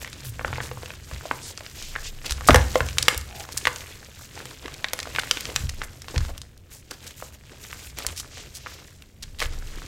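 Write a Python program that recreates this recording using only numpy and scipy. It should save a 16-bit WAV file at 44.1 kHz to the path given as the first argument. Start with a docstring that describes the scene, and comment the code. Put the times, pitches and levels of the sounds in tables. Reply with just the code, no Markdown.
"""In a small quiet room, two hands crush dry chalk lumps over a plastic tub of powder, close to the microphone.
Each squeeze grinds crumbs, grit and powder, made of random ticks and noise in three colours. Lumps snap as
short filtered clicks, crunch in runs of ticks, and shed a trickle of debris; the largest ring. Bands of noise
make skin sliding on chalk and tub, high swishes and a low judder, and loose bits tick as short fading tones.
Knocks and leaning hands make the tub boom by ringing its low tones; a steady background lies beneath."""
import sys
import numpy as np
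from scipy import signal
from scipy.fft import rfft, irfft, next_fast_len
from scipy.io import wavfile

SR = 44100
rng = np.random.default_rng(int(sys.argv[2]) if len(sys.argv) > 2 else 0)


def dump(signal):
    """Clip the signal to [-1, 1] and save it as 16-bit WAV at the path in sys.argv[1]."""
    limited = np.clip(np.atleast_2d(signal).T, -1, 1)
    pcm = np.round(limited * 32767).astype(np.int16)
    wavfile.write(sys.argv[1], SR, pcm)


N = 435266
TIME = np.arange(N) / SR

# Lumps snapping or landing. Each row: start in seconds, level over 10 ms in dB (before a small
# shared lift), pitch in Hz, dullness in dB lost per octave above the pitch.
LUMP_BREAKS = [(0.0467, -34, 2360.0, 10), (0.076, -39, 3020, 19), (0.13, -38.5, 4700.0, 14),
               (0.3942, -31.5, 2090, 41), (0.412, -36.5, 1700.0, 26.0), (0.4474, -23, 1760, 32.5),
               (0.48, -36, 560.0, 6.5), (0.5293, -29.5, 2150.0, 33), (0.5826, -30.5, 1580, 25.0),
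               (0.6036, -28.5, 2230, 25), (0.7143, -33, 800.0, 9.5), (0.773, -39.0, 1300.0, 28.0),
               (0.8328, -36, 473, 7.5), (0.8592, -39, 4000.0, 18), (0.9046, -36.0, 2340.0, 16),
               (1.1134, -39.0, 1200.0, 11), (1.255, -33, 750.0, 15), (1.3123, -21.5, 1960.0, 31),
               (1.576, -35.5, 7600, 40), (1.6077, -39, 890, 8), (1.6641, -38, 4700, 39),
               (1.8255, -36.5, 6310.0, 21), (1.954, -32.5, 2250, 34), (1.9615, -26.5, 2660, 30),
               (2.296, -34.0, 3440.0, 11.5), (2.309, -27, 2780.0, 7), (2.322, -27, 5530, 12),
               (2.409, -35, 720.0, 5.0), (2.487, -10, 1200, 7.5), (2.495, -8.5, 510.0, 12),
               (2.507, -13.5, 1360.0, 11.5), (2.5452, -7.5, 860.0, 7.5), (2.5587, -12, 670, 4.5),
               (2.7566, -15.5, 590, 8.5), (2.8057, -20, 1860, 16.5), (2.8878, -32.5, 3320, 9.5),
               (2.9841, -15, 5600, 17.5), (3.028, -27, 5660, 10.5), (3.0824, -8.5, 2520, 9.5),
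               (3.1458, -33, 840.0, 4), (3.1776, -28.5, 9410.0, 2.0), (3.49, -39, 826, 8.0),
               (3.576, -26, 6300.0, 7.5), (3.654, -21.0, 2380, 13.5), (3.6714, -16.5, 2200, 14),
               (3.6792, -27, 1930.0, 12.0), (3.7605, -35, 5850.0, 15), (4.3763, -39, 1160.0, 10.0),
               (4.4557, -37.5, 900, 3.0), (4.6588, -36, 2420.0, 16), (4.681, -37, 1880, 18),
               (4.844, -22.0, 2900, 19.5), (4.8854, -35.5, 4210.0, 15.5), (4.9339, -24.0, 1125, 2.0),
               (4.9906, -30.5, 1880.0, 6), (5.002, -31.5, 4970.0, 20), (5.0302, -35.0, 4700.0, 15),
               (5.072, -35.5, 1040.0, 19), (5.1505, -32, 3550.0, 34), (5.1616, -26.5, 2960.0, 16),
               (5.1849, -25, 2700, 51), (5.235, -33.5, 1670, 12.0), (5.3115, -15, 4460, 18),
               (5.3721, -29.5, 2450.0, 18), (5.408, -32, 1200.0, 0.5), (5.4545, -31, 5500.0, 26),
               (5.4916, -35.5, 320.0, 7), (5.5616, -19.5, 3600, 9.5), (5.694, -34, 3280, 11),
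               (5.8175, -28.5, 1790, 16.5), (6.0198, -39.5, 5560, 14), (6.0834, -36.5, 2830.0, 13),
               (6.142, -33.5, 483, 18), (6.1614, -31.5, 2610.0, 16), (6.1796, -29, 6800, 33),
               (6.2925, -44, 480.0, 13), (6.379, -39.0, 3570.0, 5), (6.4168, -38, 7960.0, 28),
               (6.9103, -39, 3110.0, 10), (7.2244, -34, 1104, 16), (7.7291, -35, 2190, 16),
               (7.987, -31.5, 320.0, 0), (8.049, -35, 1700, 23), (8.0661, -23.5, 8250.0, 13),
               (8.662, -36, 2040.0, 35), (8.6693, -35.5, 1800.0, 18), (9.2379, -40, 7280.0, 44),
               (9.4035, -28.5, 3470.0, 14), (9.4184, -27, 1450.0, 11.5), (9.4249, -26, 1580.0, 9)]
# Bands of noise: skin sliding on chalk or along the tub; the two near 117 Hz are a low judder. # Each row:
# start in seconds, length in seconds, level at the middle in dB (before its unevenness), # centre in Hz, width
# as upper edge over centre (raised to 1.1 if smaller).
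SKIN_SLIDES = [(.2, 0.23, -36, 117.4, 1.17), (.55, 0.36, -42, 116.5, 0.91),
               (1.39, 0.15, -39.5, 5650, 1.65), (1.733, 0.23, -41, 3900, 1.84),
               (2.024, 0.089, -37.5, 4000, 1.9), (3.259, 0.24, -46, 735, 1.16),
               (7.745, 0.15, -50, 4470, 1.9), (8.295, 0.17, -43, 3900, 1.93),
               (8.55, 0.3, -47.5, 3480, 1.84)]


def undb(db):
    """Turn decibels into a gain."""
    return 10 ** (np.asarray(db) / 20)


def unit(x):
    """Scale a sound to an rms level of 1."""
    return x / np.sqrt(np.mean(x ** 2) + 1e-20)


def curve(table):
    """Draw straight lines through (seconds, value) points, one value per sample."""
    s, values = np.transpose(table)
    return np.interp(TIME, s, values)


def add(out, s, x):
    """Mix x into out, starting at s seconds."""
    i = max(int(s * SR), 0)
    out[i:i + len(x)] += x[:max(N - i, 0)]


def fade_60db(t, t60):
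    """Fade the way a struck thing does: by 60 dB in t60 seconds."""
    return np.exp(-np.log(1000) * t / t60)


def arch(t, length):
    """Rise and fall smoothly over length seconds, as half a sine wave."""
    return np.sin(np.pi * np.clip(t / length, 0, 1))


def band(x, lo_hz, hi_hz, order=2):
    """Keep only the pitches between two edges."""
    edges = [lo_hz, min(hi_hz, .47 * SR)]
    return signal.sosfilt(signal.butter(order, edges, "band", fs=SR, output="sos"), x)


def colour(x, points):
    """Shape the spectrum of x through (Hz, dB) points, thinning out beyond both ends, at rms 1."""
    hz, db = np.transpose(points)
    size = next_fast_len(len(x))
    f = np.maximum(np.fft.rfftfreq(size, 1 / SR), 1)
    skirts = np.minimum(f / hz[0], 1) ** 2 * np.minimum(hz[-1] / f, 1) ** 2
    gain = skirts * undb(np.interp(np.log(f), np.log(hz), db))
    return unit(irfft(rfft(x, size) * gain, size)[:len(x)])


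def minimum_phase(gain_db):
    """Make the response with this spectrum whose energy comes as early as possible."""
    cepstrum = irfft(gain_db * np.log(10) / 20)
    half = len(cepstrum) // 2
    # folding the second half onto the first keeps the response from starting early
    folded = np.r_[cepstrum[0], 2 * cepstrum[1:half], np.zeros(half)]
    return irfft(np.exp(rfft(folded)))


def walk(turns_per_s):
    """Wander at random around 0, mostly within 1 either way."""
    knots = rng.standard_normal(turns_per_s * N // SR + 2)
    return np.interp(TIME * turns_per_s, np.arange(len(knots)), knots)


def ticks(size, per_s, spread_db):
    """Random tiny fractures: many small, a few large."""
    happens = rng.random(size) < per_s / SR
    strength = undb(spread_db * np.minimum(rng.exponential(size=size), 4.5))
    return happens * strength * rng.choice([-1, 1], size)


def slips(per_s, slip_s):
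    """Grains let go in little avalanches: each starts at once and dies in milliseconds."""
    starts = np.abs(ticks(N, per_s, spread_db=3))
    activity = signal.lfilter([1], [1, -np.exp(-1 / (slip_s * SR))], starts)
    return activity / activity.mean()


def grinding():
    """Crumb, grit and powder levels in dB: the rustle, plus every squeeze, plus the debris of every crack."""
    # A hand closing on chalk. Each row: start in seconds, length in seconds, level in dB before
    # each grain size is trimmed, fineness in dB (more powder and fewer crumbs).
    squeezes = [(0.0, 0.034, -42.5, 4), (0.226, 0.046, -46, -0.5), (0.438, 0.23, -50.5, -8.5),
                (0.815, 0.087, -53, -2), (1.118, 0.26, -56, -6), (1.446, 0.061, -46, 5),
                (1.735, 0.21, -55.5, 10), (1.98, .12, -48.5, 5), (2.232, 0.077, -44, -5),
                (2.444, 0.37, -45.5, 1.5), (2.987, 0.18, -47, -6.5), (3.34, 0.097, -46, 1.5),
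                (3.508, 0.33, -48, 4), (4.178, 0.077, -58, 14), (4.328, 0.22, -49, -3),
                (4.618, 0.21, -56.5, -9.5), (4.917, 0.22, -52.5, -6.5), (5.125, 0.53, -43.5, -0.5),
                (5.763, 0.084, -58.5, -13.5), (6.079, 0.228, -47, -1.5), (6.698, 0.066, -52.5, 7.5),
                (6.895, 0.05, -48.5, -3), (7.023, 0.086, -49, 0.5), (7.154, 0.13, -50.5, 8.5),
                (7.32, 0.029, -51.5, 7.5), (7.438, 0.21, -57, -2.5), (7.59, 0.31, -48.5, 4),
                (7.96, 0.17, -44.5, -2.5), (8.352, 0.13, -52.5, -3), (8.667, 0.078, -51, 4),
                (9.405, 0.053, -40.5, -0.5), (9.508, 0.086, -54.5, -7.5), (9.652, 0.27, -53, -7)]
    # Faint rustle of chalk between the fingers. Each row: time in seconds,
    # level in dB before a shared trim.
    rustle = [(0.18, -49.5), (0.92, -48.5), (1.0, -55), (1.1, -47.5), (1.4, -46.5), (1.56, -52),
              (1.75, -47), (2.17, -51.5), (2.8, -41.5), (3.25, -49.5), (3.9, -47.5), (4.08, -52.5),
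              (4.8, -51), (5.5, -51.5), (5.73, -50.5), (6.38, -57), (6.56, -66.5), (6.84, -62),
              (7.0, -54.5), (7.41, -60), (8.28, -53), (8.85, -54), (9.13, -63.5), (9.33, -58.5),
              (9.55, -51.5)]
    rustle_trim_db = -1
    grip_s, release_s = .02, 0.01  # the grip builds, then lets go
    debris_db, debris_fine_db, debris_t60_s = -28.5, 2.5, 0.17  # level is against the crack

    t = TIME[:SR]
    spills = []  # each: start in seconds, strength over time, fineness in dB
    for s, db, _, _ in LUMP_BREAKS:
        trickle = undb(db + debris_db - 60 * t / debris_t60_s)
        spills.append((s, trickle, debris_fine_db))
    for s, length, db, fine_db in squeezes:
        grip = np.minimum(t / grip_s, 1) * np.exp(-np.maximum(t - length, 0) / release_s)
        spills.append((s, grip * undb(db), fine_db))
    spills.append((0, undb(curve(rustle) + rustle_trim_db), 0))

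    power = np.zeros((3, N))
    for s, flow, fine_db in spills:
        # fineness takes from the crumbs, leaves the grit and adds to the powder
        for row, share in zip(power, undb(np.array([-1, 0, 1]) * fine_db)):
            add(row, s, (share * flow) ** 2)
    return 10 * np.log10(power)


def grains(points, per_s, spread_db, smooth, flicker_db, slips_per_s):
    """Grains of all pitches over the smooth rub of fine dust; each octave slips in its own bursts."""
    broad = unit(ticks(N, per_s, spread_db))
    bursts = np.zeros(N)
    for hz in 250 * 2. ** np.arange(6):
        slipping = rng.standard_normal(N) * slips(slips_per_s, slip_s=0.0021)
        bursts += band(slipping, hz, 2 * hz)
    dust = smooth * rng.standard_normal(N)
    sound = broad + 1.6 * unit(bursts) + dust
    return colour(sound, points) * undb(flicker_db * walk(turns_per_s=45))


def crumbling(levels):
    """Coarse crumbs patter sparsely, grit crackles and powder hisses, each following its own level."""
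    # Colours of the three grain sizes. Each row: pitch in Hz, relative level in dB.
    crumb_colour = [(140, -4), (300, 0.5), (490, 1), (850, -6), (1600, -6.5), (2400, -8), (3500, -9)]
    grit_colour = [(1600, -8.5), (2500, -7), (3700, -8), (5200, -9), (6900, -9.5), (8800, -14),
                   (12000, -26.5)]
    powder_colour = [(5500, -8.5), (7400, -4.5), (9500, -12), (13000, -7.5), (16000, -15.5)]

    crumb_db, grit_db, powder_db = levels
    # while a finger slides on the chalk (the bands above 1000 Hz), the grit dips by up to 4 dB per slide
    sliding = sum(arch(TIME - s, length) for s, length, _, hz, _ in SKIN_SLIDES if hz > 1000)
    crumbs = grains(crumb_colour, per_s=210, spread_db=0.5, smooth=0.7, flicker_db=3.0, slips_per_s=150)
    grit = grains(grit_colour, per_s=330, spread_db=2.5, smooth=0.75, flicker_db=1.5, slips_per_s=220)
    powder = grains(powder_colour, per_s=600, spread_db=3.5, smooth=0.66, flicker_db=-0.1, slips_per_s=550)
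    crumbs = crumbs * undb(crumb_db - 2.0)
    grit = grit * undb(grit_db - 4 * sliding)
    powder = powder * undb(powder_db - 5.0)
    return crumbs + grit + powder


def tub(grit_db):
    """Soft pushes and fumbling hands ring the tub's low tones; now and then the whole tub rocks."""
    # The tub and its bed of powder. Each row: pitch in Hz, relative level in dB,
    # time to fall by 60 dB in seconds.
    tub_tones = [(64.84, -4, 0.61), (84, -1, 0.32), (127, -2, 0.21), (172.7, -18.5, 0.074),
                 (211, -12, 0.21), (257.1, -13.5, 0.12)]
    # Heavy contacts with the tub. Each row: start in seconds, peak level in dB, push length in seconds.
    thumps = [(0.449, -27, 0.006), (0.773, -38, 0.0019), (1.124, -27, .005), (2.306, -22, 0.013),
              (2.491, -12.5, 0.0006), (2.511, -8, 0.0012), (2.557, -12, 0.0058), (2.808, -18.5, 0.0048),
              (2.993, -25.5, 0.0067), (3.158, -25, 0.0096), (3.67, -33, 0.0021), (5.601, -26, 0.0068),
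              (5.635, -20, 0.0048), (6.164, -13.5, 0.0048), (8.062, -30.5, 0.011), (9.444, -25.5, 0.013)]
    # Low boom under the leaning hands. Each row: time in seconds, level in dB before a shared trim.
    lean = [(0.0, -40), (0.3, -45.5), (0.47, -31), (0.79, -42.5), (2.09, -49), (2.69, -33), (3.49, -48),
            (5.0, -47.5), (5.63, -40), (5.97, -45), (6.35, -42.5), (6.57, -54.5), (7.48, -51), (8.19, -46),
            (9.02, -55.5), (9.23, -46), (9.57, -42), (9.87, -44.5)]
    # The whole tub rocking under the hands. Each row: start in seconds, length in seconds,
    # level at the middle in dB.
    rocks = [(1.702, .8, -40), (5.5, 0.47, -40), (6.085, .3, -33.5), (9.195, 0.73, -34)]
    lean_trim_db, squeeze_boom_db = -1.5, -5.5  # every squeeze also pushes on the tub
    sway_db = -14  # deep sway against the push

    t = TIME[:SR]
    ring = sum(undb(db) * np.sin(2 * np.pi * hz * t) * fade_60db(t, t60) for hz, db, t60 in tub_tones)
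    ring = band(ring, 50, 400)  # the small tub radiates little below its first tone
    knocks = np.zeros(N)
    for s, db, length in thumps:
        boom = signal.fftconvolve(ring, arch(t, length))[:SR]
        add(knocks, s, boom / np.abs(boom).max() * undb(db))

    push = np.hypot(undb(curve(lean) + lean_trim_db), undb(grit_db + squeeze_boom_db))
    ringing = unit(signal.fftconvolve(rng.standard_normal(N), ring)[:N])
    low_noise = unit(band(rng.standard_normal(N), 85, 150, order=3))
    fumble = unit(ringing + 0.36 * low_noise)

    rocking = sum(arch(TIME - s, length) * undb(db) for s, length, db in rocks)
    deep = unit(band(rng.standard_normal(N), 18, 31))
    return knocks + fumble * push + deep * (rocking + undb(sway_db) * push)


def background():
    """The room's steady background is noise that is strongest in the bass."""
    # Each row: pitch in Hz, relative level in dB.
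    air_colour = [(20, -2.5), (100, -1), (250, -15), (500, -18.5), (900, -33), (2500, -39), (7000, -49),
                  (16000, -41)]
    return colour(rng.standard_normal(N), air_colour) * undb(-51.5)


def pebbles(crumb_db, grit_db, count=300, size=600):
    """Loose bits drop off the fingers, each a dull tick; small bits go with the grit, big with the crumbs."""
    centre_hz, octaves = 3000, 1.22  # pitches lie this many octaves either way
    peak_db, scatter_db = 21, 4.5  # level over the grinding, and its scatter either way
    cycles = 2.2  # until a tick has fallen 20 dB
    out, t = np.zeros(N), np.arange(size) / SR
    for when, pitch, weight in rng.uniform(-1, 1, (count, 3)):
        i = int((when + 1) / 2 * (N - 1))
        hz = centre_hz * 2 ** (octaves * pitch)
        tick = np.sin(2 * np.pi * hz * t) * undb(-20 * hz * t / cycles)
        grinding_db = np.interp(pitch, [0, 1], [crumb_db[i], grit_db[i]])
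        add(out, i / SR, tick * undb(grinding_db + peak_db + scatter_db * weight))
    return out


def cracks(size=4096):
    """A break is a jolt and a short run of splinters; big lumps thud, thin flakes snap, each with its own tint."""
    # Resonances of the cupped hands and the tub that every crack passes through.
    # Each row: pitch in Hz, width in Hz, lift in dB.
    hollows = [(506, 120, 6.5), (704, 200, -1), (1250, 87, 0.5), (2000, 400, 1.5), (3160, 600, 0.5)]
    run_s, splinter = 0.003, 0.099  # splinters' fading time, and their strength against the jolt
    bass_db_per_octave = 6.5  # a lump radiates less and less below its pitch
    low_hz, high_hz = 190, 11500  # every crack thins out beyond these
    ripple_db, tint_points = 2, 36
    lift_db = 0.4  # shared by all cracks

    out, t = np.zeros(N), np.arange(size) / SR
    f = np.maximum(np.fft.rfftfreq(size, 1 / SR), 20)
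    body_db = sum(db / (1 + (2 * (f - hz) / width) ** 2) for hz, width, db in hollows)
    body_db = body_db - 10 * np.log10(1 + (low_hz / f) ** 4 + (f / high_hz) ** 6)
    tint_log_hz = np.linspace(np.log(100), np.log(SR / 2), tint_points)
    for s, db, hz, dullness in LUMP_BREAKS:
        jolt = splinter * rng.standard_normal(size) * np.exp(-t / run_s)
        jolt[0] = 1
        tint_db = np.interp(np.log(f), tint_log_hz, ripple_db * rng.standard_normal(tint_points))
        # octaves away from the pitch, with a soft corner
        octaves_below = np.log2(1 + (hz / f) ** 4) / 4
        octaves_above = np.log2(1 + (f / hz) ** 4) / 4
        lump_db = tint_db - bass_db_per_octave * octaves_below - dullness * octaves_above
        click = irfft(rfft(jolt) * rfft(minimum_phase(body_db + lump_db)))
        # give the click the energy of 10 ms at its level
        click = click / np.linalg.norm(click) * np.sqrt(SR / 100)
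        add(out, s, click * undb(db))
    return out * undb(lift_db)


def skin_slides(size=16000):
    """Slightly uneven bands of noise: high ones swish like sliding skin, the lowest are a low judder of skin on
    lump or tub."""
    uneven_db = 1.5
    out, t = np.zeros(N), np.arange(size) / SR
    for s, length, db, hz, width in SKIN_SLIDES:
        swell = arch(t, length) * undb(uneven_db * walk(turns_per_s=90)[:size])
        width = max(width, 1.1)
        noise = unit(band(rng.standard_normal(size), hz / width, hz * width, order=4))
        add(out, s, noise * swell * undb(db))
    return out


def crunches_and_dull_knocks(size=8000):
    """Dense ticks swell and stop: crunches as lumps collapse, and two dull knocks."""
    # Quick runs of tiny fractures as lumps give way; the two near 500-600 Hz are dull knocks.
    # Each row: start in seconds, length in seconds, level over that length in dB, centre in Hz.
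    tick_runs = [(0.242, 0.065, -42.5, 10800), (0.61, 0.085, -44, 6250), (2.254, 0.021, -31.5, 3430),
                 (2.301, 0.032, -38, 5900), (2.471, 0.014, -24, 7000), (2.49, 0.11, -31, 1190),
                 (2.854, .015, -41, 5500), (3.025, 0.0048, -20.5, 4500), (3.211, .005, -38, 5000),
                 (3.397, .007, -38, 5500), (3.519, 0.019, -39, 5560), (3.57, 0.016, -28, 7000),
                 (4.391, 0.004, -39, 3500), (4.74, 0.0039, -35, 4200), (5.19, 0.011, -24.5, 2560),
                 (5.69, 0.0097, -32.5, 4950), (5.832, 0.019, -41, 7200), (6.138, 0.044, -40.5, 594),
                 (6.283, 0.031, -41, 514), (6.575, 0.0051, -51, 4970), (6.708, 0.11, -53.5, 7000),
                 (6.907, 0.014, -37, 4800), (7.066, .016, -39.5, 5560), (7.853, 0.027, -47, 8900),
                 (8.161, 0.056, -34.5, 5230), (8.379, .005, -40.5, 2600), (8.542, 0.045, -40, 6000),
                 (9.021, 0.0047, -42.5, 2800), (9.224, 0.012, -35, 4500), (9.386, 0.054, -35.5, 3480),
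                 (9.411, 0.015, -33, 1700)]
    width = 1.4  # upper edge over centre
    out, t = np.zeros(N), np.arange(size) / SR
    for s, length, db, hz in tick_runs:
        swell = np.sqrt(np.maximum(arch(t, length), 0))
        swelling_ticks = ticks(size, per_s=5000, spread_db=5.0) * swell
        run = unit(band(swelling_ticks, hz / width, hz * width, order=1))
        # hold the level over the run's length, not over the whole buffer
        add(out, s, run * np.sqrt(length * SR / size) * undb(db))
    return out


def rings(size=3000):
    """The biggest pieces ring briefly as they break or land, one fast-fading tone each."""
    # Each row: start in seconds, pitch in Hz, starting level in dB, time to fall by 60 dB in seconds.
    big_pieces = [(.4475, 2270, -26, 0.0093), (1.3117, 1600, -20, 0.014), (2.4869, 1250, 5.5, 0.019),
                  (2.5451, 1240, -18, 0.016), (2.7562, 518, -10.5, 0.081), (3.0828, 3350, -7, .018),
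                  (3.6708, 1940, -11.5, .022), (5.186, 1510, -10.5, 0.022)]
    out, t = np.zeros(N), np.arange(size) / SR
    for s, hz, db, t60 in big_pieces:
        add(out, s, np.sin(2 * np.pi * hz * t) * fade_60db(t, t60) * undb(db))
    return out


def room(x):
    """A small room adds a weak, blurred echo close behind each sound."""
    # The echo's colour. Each row: pitch in Hz, relative level in dB.
    echo_colour = [(100, -4), (250, 2.5), (420, -1.5), (650, -3.5), (950, -4.5), (1400, -4), (4000, -8.5),
                   (8000, -6.5), (11000, -7.5), (16000, -21.5)]
    t60_s, wet_db, first_s = 0.38, -15.0, .001
    t = TIME[:SR // 2]
    onset = np.clip(t / first_s - 1, 0, 1)  # silent until first_s, full at twice that
    tail = colour(rng.standard_normal(len(t)), echo_colour) * fade_60db(t, t60_s) * onset
    return x + undb(wet_db) * signal.fftconvolve(x, tail / np.linalg.norm(tail))[:N]


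def scene():
    """Mix chalk, tub and background; only cracks, crunches, dull knocks and loose bits get the echo."""
    levels = grinding()
    crumb_db, grit_db, _ = levels
    breaks_and_bits = cracks() + crunches_and_dull_knocks() + pebbles(crumb_db, grit_db)
    close_sounds = room(breaks_and_bits) + rings() + crumbling(levels) + skin_slides()
    return (close_sounds + tub(grit_db) + background())[None]


def record(dry):
    """Peaks that overload the recorder are cut flat; then the top is cut."""
    top_hz = 15800
    low_pass = signal.ellip(8, .2, 70, top_hz, fs=SR, output="sos")
    return signal.sosfilt(low_pass, np.clip(dry, -1, 1))


dry = scene()
out = record(dry)
dump(out)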